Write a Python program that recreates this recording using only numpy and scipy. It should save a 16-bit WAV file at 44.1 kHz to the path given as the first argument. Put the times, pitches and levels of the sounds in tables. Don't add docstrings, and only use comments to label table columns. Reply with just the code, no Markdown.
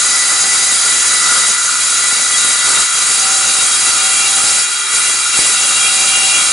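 import sys
import numpy as np
from scipy import signal
from scipy.fft import rfft, irfft, next_fast_len
from scipy.io import wavfile

SR = 44100
rng = np.random.default_rng(int(sys.argv[2]) if len(sys.argv) > 2 else 0)


def wrap_up_sound(samples):
    columns = np.atleast_2d(samples).T
    tamed = np.clip(columns, -1, 1)
    steps = np.round(tamed * 32767).astype(np.int16)
    wavfile.write(sys.argv[1], SR, steps)


N = 287532

# time in seconds, turns per second.
BLADE_SPEED = [(0, 63.3), (.4, 64.0), (1.0, 63.0), (1.25, 63.0), (1.58, 62.0), (1.8, 63.3), (2.4, 63.5),
               (2.7, 62.9), (3.0, 63.2), (3.3, 63.95), (3.95, 63.45), (4.4, 64.45), (4.8, 63.1),
               (5.25, 64.1), (5.6, 63.8), (6.52, 63.8)]
# start and end in seconds, bite of the teeth in dB,
# strain on the saw body in dB. Layers follow these by their own shares.
FEED_CHANGES = [(1.22, 1.44, 0.8, 4.5), (1.54, 1.79, -3, 2), (1.79, 2.31, -1.0, 0), (2.54, 2.63, -2, 1.5),
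                (2.66, 2.81, 1.1, 5), (2.85, 2.94, -3.8, 0.5), (3.96, 4.06, -0.5, 0.5),
                (4.43, 4.62, 0.6, -.5), (4.64, 4.91, -5, -1.5), (4.91, 5.13, -.5, -1),
                (5.13, 5.35, -2.5, -1), (5.37, 5.49, 1.6, -2), (5.55, 5.63, -1.4, -1)]
# pitch in Hz, width in Hz, relative level in dB.
BLADE_MODES = [(5700.0, 77.0, -10.1), (5762.0, 24.0, -10.5), (6098.0, 19.0, -5.5), (6235.0, 41.0, -7.0),
               (6405.0, 27.0, -5.7), (6512.0, 32.0, -3.8), (6606.0, 55.0, -2.1), (6729.0, 24.0, -7.0),
               (6919.0, 37.0, -3.1), (7020.0, 35.0, -3.6), (7106.0, 33.0, -1.2), (7217.0, 17.0, -12.8),
               (7331.0, 45.0, -7.1), (7471.0, 70.0, -1.3), (7610.0, 38.0, -2.3), (7688.0, 39.0, -8.0),
               (7929.0, 174.0, -2.5), (8045.0, 35.0, -5.8), (8600.0, 86.0, -0.9), (8771.0, 56.0, -3.6),
               (9118.0, 99.0, -5.3), (9214.0, 27.0, -6.1), (9358.0, 74.0, 0.0), (9520.0, 29.0, -5.9),
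               (9807.0, 25.0, -11.1), (9894.0, 41.0, -10.7), (9974.0, 69.0, -2.0), (10112.0, 31.0, -3.7),
               (10406.0, 29.0, -16.4), (10784.0, 124.0, -6.0)]
PLATE_MODES = [(2233.0, 67.0, -4.9), (2498.0, 40.0, -10.4), (3765, 28, -4), (3903.0, 18.0, -11.7),
               (3983.0, 55.0, 0.0), (4136.0, 29.0, -6.1), (4273.0, 23.0, -10.7), (4474.0, 44.0, -5.6),
               (4536.0, 15.0, -6.8), (4694.0, 46.0, -1.7), (4793.0, 20.0, -3.2), (5350.0, 32.0, -4.3),
               (5443.0, 17.0, -5.5)]
BODY_MODES = [(1206.0, 12.0, -7.8), (1290.0, 28.0, -5.2), (1384.0, 34.0, -3.8), (1421.0, 38.0, 0.0),
              (1586.0, 21.0, -16.8)]
# frequency in Hz, relative level in dB.
HISS_SPECTRUM = [(700, -27), (1000, -12), (1400, -11), (2200, -11), (3100, -8), (4500, -13.5), (5800, -6.5),
                 (7200, -20), (8400, -10), (10400, -2.5), (11000, -4)]
RUMBLE_SPECTRUM = [(20, -13.5), (40, -10), (70, -7), (150, -0.5), (400, 2), (750, 4), (1100, 3),
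                   (2000, -13)]
# multiple of the blade speed, relative level in dB.
TOOTH_ORDERS = [(12, 3.5), (13, -4.5), (9, -8.5)]
DRIVE_ORDERS = [(15, -12.5), (16, -10), (19, -5.5), (20, -14), (22.0, -9), (24, -7), (25, -13)]
# time in seconds, relative level in dB.
TOOTH_HUM_CURVE = [(0, -50), (.25, -38), (.5, -37), (1.0, -47), (1.75, -55), (2.15, -44.5), (2.5, -47),
                   (3.1, -48), (3.22, -34.5), (3.55, -36.5), (3.8, -42), (4.45, -32.5), (4.75, -46),
                   (5.25, -51), (5.7, -35.5), (6.52, -35)]
# pitch in Hz, width in Hz, relative level in dB.
LOW_SQUEAL_MODES = [(1735, 9.1, -6.5), (1980, 27, 5.5)]
HIGH_SQUEAL_MODES = [(4908, 38, 8), (4980, 18, -1)]
# start and end in seconds, boost of the low squeal in dB, of the high one in dB.
SQUEALS = [(0.06, 0.76, 5.5, 7), (0.80, 1.60, 6, 4.5), (1.95, 2.90, 4, 1), (4.82, 5.17, 3, -5),
           (5.35, 5.57, 4.5, 2)]
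# pitch in Hz, relative starting level in dB,
# change in dB per second, share of the binding swell.
LOWER_PAIRS = [(2358, -40.5, 1.5, 1.3), (2418, -40.5, 1.6, 1.3), (2740, -38.5, 1.8, 1),
               (2803, -38.5, 1.9, 1), (3262, -35, .7, .7), (3311, -36.5, 1.1, .9)]
HIGHEST_PAIR = [(3769, -31.5, -.3, 1), (3823, -35, .6, .7)]
# start and end in seconds, swell of the lower pairs and the highest in dB.
BINDS = [(1.05, 1.48, 0, 5.5), (2.30, 2.854, -1, 6.5), (3.42, 3.68, 1.5, 5), (4.127, 4.286, 4.5, 4),
         (4.38, 4.604, 1.5, 3), (5.74, 6.053, 3, 7), (6.047, 6.42, 4, 3)]
# time in seconds, relative level in dB.
KNOCKS = [(4.439, -24), (5.389, -17)]
# frequency in Hz, level against the direct sound in dB.
REVERB_SPECTRUM = [(60, -35), (110, -28), (190, 0), (350, 1.5), (620, 3), (1120, -8), (2010, -6.5),
                   (3610, -8), (6480, -11.5), (11600, -18)]

# relative level in dB at steady feed, dB per dB of bite, change in dB per second.
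TOP_SCREECH, LOWER_SCREECH = (-15.5, 1.27, 0.062), (-18, 1.08, -0.24)
PLATE_RING, BODY_GROWL = (-19.5, 1, 0.11), (-23.5, 0.23, -0.21)
DRIVE_WHINE, LOW_RUMBLE = (-37, 0.108, 0), (-35, 2.4, .03)
FEED_RAMP_S = 0.056


def from_db(db):
    return 10 ** (np.asarray(db) / 20)


def rms_one(x):
    return x / np.sqrt(np.mean(x ** 2) + 1e-20)


def curve(rows):
    return np.interp(np.arange(N) / SR, *np.transpose(rows))


def gate(start_s, end_s, ramp_s):
    t = np.arange(N) / SR
    return np.clip((t - start_s) / ramp_s + .5, 0, 1) - np.clip((t - end_s) / ramp_s + .5, 0, 1)


def held(rows, ramp_s):
    return sum(np.outer(values, gate(start, end, ramp_s)) for start, end, *values in rows)


def level(voice, bite_db):
    steady_db, follows, db_per_s = voice
    return steady_db + follows * bite_db + db_per_s * np.arange(N) / SR


def coloured(x, spectrum):
    hz, db = np.transpose(spectrum)
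    size = next_fast_len(N + SR // 2)
    bins = np.maximum(np.fft.rfftfreq(size, 1 / SR), 1)
    gain = from_db(np.interp(np.log(bins), np.log(hz), db))
    return irfft(rfft(x, size) * gain, size)[:N]


def drift(rate_hz):
    hop = 40
    pole = np.exp(-2 * np.pi * rate_hz * hop / SR)
    noise = rng.standard_normal(N // hop + 2002)
    slow = signal.lfilter([1], [1, -2 * pole, pole * pole], noise)[2000:]
    return np.interp(np.arange(N) / hop, np.arange(len(slow)), rms_one(slow))


def ringing(modes, force, friction):
    out, run_in = np.zeros(N), SR // 10
    force = np.pad(force, (run_in, 0), "reflect")
    for hz, width_hz, db in modes:
        pole = np.exp((2j * np.pi * hz - np.pi * width_hz) / SR)
        shaking = force * rng.uniform(-1.03, 1, len(force))
        swing = signal.lfilter([1], [1, -pole], shaking)[run_in:]
        energy = np.abs(swing) ** 2
        out += from_db(db) * rms_one(swing.real / np.sqrt(1 + friction * energy / energy.mean()))
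    return rms_one(out)


def spindle_tones(turns, orders, waver_db):
    phase = 2 * np.pi * (turns + 0.0026 * drift(6))
    return np.sqrt(2) * sum(from_db(db + waver_db * drift(2.4)) * np.sin(k * phase) for k, db in orders)


def cutting_force(turns, teeth, tooth_depth, runout_depth):
    bites = np.cos(2 * np.pi * teeth * turns)
    runout = np.cos(2 * np.pi * turns)
    return rms_one(np.exp(tooth_depth * bites + runout_depth * runout))


def screech(force, bite_db, split_hz=7300):
    top_db, plate_db = level(TOP_SCREECH, bite_db), level(PLATE_RING, bite_db)
    top = ringing([m for m in BLADE_MODES if m[0] > split_hz], force, friction=0.034)
    lower = ringing([m for m in BLADE_MODES if m[0] <= split_hz], force, friction=.1)
    top *= from_db(top_db - 1.0 + drift(38))
    lower *= from_db(level(LOWER_SCREECH, bite_db) - 0.5 + 1.3645 * drift(29))
    plate = from_db(plate_db - 2.5) * ringing(PLATE_MODES, force, friction=0.02233)
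    hiss = rms_one(coloured(force * rng.standard_normal(N), HISS_SPECTRUM))
    return top + lower + plate + from_db((top_db + plate_db) / 2 + 2.5) * hiss


def body_growl(turns, force, bite_db, strain_db):
    db = level(BODY_GROWL, bite_db) - 1.13 + 0.77 * strain_db + drift(22)
    throb = rms_one(np.exp(0.28 * np.cos(2 * np.pi * turns + 1.73 * drift(5.3))))
    return from_db(db) * throb * ringing(BODY_MODES, force, friction=0.18)


def tooth_hum(turns, bite_db):
    db = curve(TOOTH_HUM_CURVE) - 4.5 + 0.56 * bite_db
    return from_db(db) * spindle_tones(turns, TOOTH_ORDERS, waver_db=2.4)


def drive_whine(turns, bite_db, strain_db):
    db = level(DRIVE_WHINE, bite_db) - 0.5 + 1.7 * strain_db
    return from_db(db) * spindle_tones(turns, DRIVE_ORDERS, waver_db=0.5)


def low_rumble(bite_db, strain_db):
    lumps = from_db(2.5 * drift(43)) * rng.standard_normal(N)
    db = level(LOW_RUMBLE, bite_db) + 0.29 * strain_db
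    return from_db(db) * rms_one(coloured(lumps, RUMBLE_SPECTRUM))


def kerf_squeal(force, bite_db):
    low_db, high_db = held(SQUEALS, ramp_s=0.093)
    low = from_db(-31 + low_db + 0.44 * bite_db) * ringing(LOW_SQUEAL_MODES, force, friction=0.16)
    high = from_db(-32.5 + high_db + 1.1 * bite_db) * ringing(HIGH_SQUEAL_MODES, force, friction=0.16)
    return low + high


def paired_rings(bite_db, trim_db=-4.5, waver_db=4.0):
    out, t = np.zeros(N), np.arange(N) / SR
    for modes, bind_db in zip((LOWER_PAIRS, HIGHEST_PAIR), held(BINDS, ramp_s=0.0828)):
        for hz, db, db_per_s, share in modes:
            ring_db = level((db + trim_db, 0.45, db_per_s), bite_db) + share * bind_db
            wander = 1.1 * drift(5) + .15 * drift(40)
            tone = np.sqrt(2) * np.sin(2 * np.pi * hz * t + wander)
            out += from_db(ring_db + waver_db * drift(15.3)) * tone
    return out


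def shoe_knocks(contact_hz, rebound_hz):
    clicks = np.zeros(N)
    for at_s, db in KNOCKS:
        clicks[round((at_s + .001) * SR)] = from_db(db + 8.5) * SR / (np.pi * contact_hz)
    push = signal.sosfilt(signal.butter(2, contact_hz, fs=SR, output="sos"), clicks + 1e-18)
    return signal.sosfilt(signal.butter(2, rebound_hz, "high", fs=SR, output="sos"), push)


def light_run(start_s, end_s, whine_hz=889, sag_hz_per_s=40, hum_hz=384):
    t = np.arange(N) / SR
    whine = np.sin(2 * np.pi * np.cumsum(whine_hz - sag_hz_per_s * (t - start_s)) / SR)
    hum = from_db(-4.5) * np.sin(2 * np.pi * hum_hz * t)
    envelope = gate(start_s, end_s, FEED_RAMP_S) * from_db(-46.5 + 2.7 * drift(8.9))
    return envelope * np.sqrt(2) * (whine + hum)


def workshop(x, t60_s):
    t = np.arange(SR // 2) / SR
    tail = rng.standard_normal(len(t)) * from_db(-60 * t / t60_s) * (t > .002)
    padded = np.pad(x, (len(t), 0), "reflect")
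    echoes = signal.fftconvolve(padded, tail / np.linalg.norm(tail))[len(t):len(t) + N]
    return x + coloured(echoes, REVERB_SPECTRUM) * np.array([[1], [-1]])


def scene():
    turns = np.cumsum(curve(BLADE_SPEED)) / SR
    bite_db, strain_db = held(FEED_CHANGES, FEED_RAMP_S)
    bite_db += .35 * drift(17)
    force = cutting_force(turns, teeth=12, tooth_depth=0.23, runout_depth=.05)
    saw = screech(force, bite_db) + body_growl(turns, force, bite_db, strain_db)
    saw += tooth_hum(turns, bite_db) + drive_whine(turns, bite_db, strain_db)
    saw += low_rumble(bite_db, strain_db)
    saw += kerf_squeal(force, bite_db) + paired_rings(bite_db)
    knocks = shoe_knocks(contact_hz=545.3, rebound_hz=16.85)
    saw += light_run(start_s=4.64, end_s=5.32)
    balance = from_db([[.1], [-.1]])
    return balance * workshop(saw, t60_s=0.097) + knocks


def record(dry):
    ceiling, low_cut_hz, high_cut_hz = .64, 40, 11030
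    driven = from_db(2.0) * dry
    rounded = driven / (1 + (driven / ceiling) ** 4) ** .25
    thinned = signal.sosfilt(signal.butter(1, low_cut_hz, "high", fs=SR, output="sos"), rounded)
    low_pass = signal.firwin(1201, high_cut_hz, fs=SR, window=("kaiser", 9))
    return signal.fftconvolve(thinned, low_pass[None], "same", axes=1)


dry = scene()
out = record(dry)
wrap_up_sound(out)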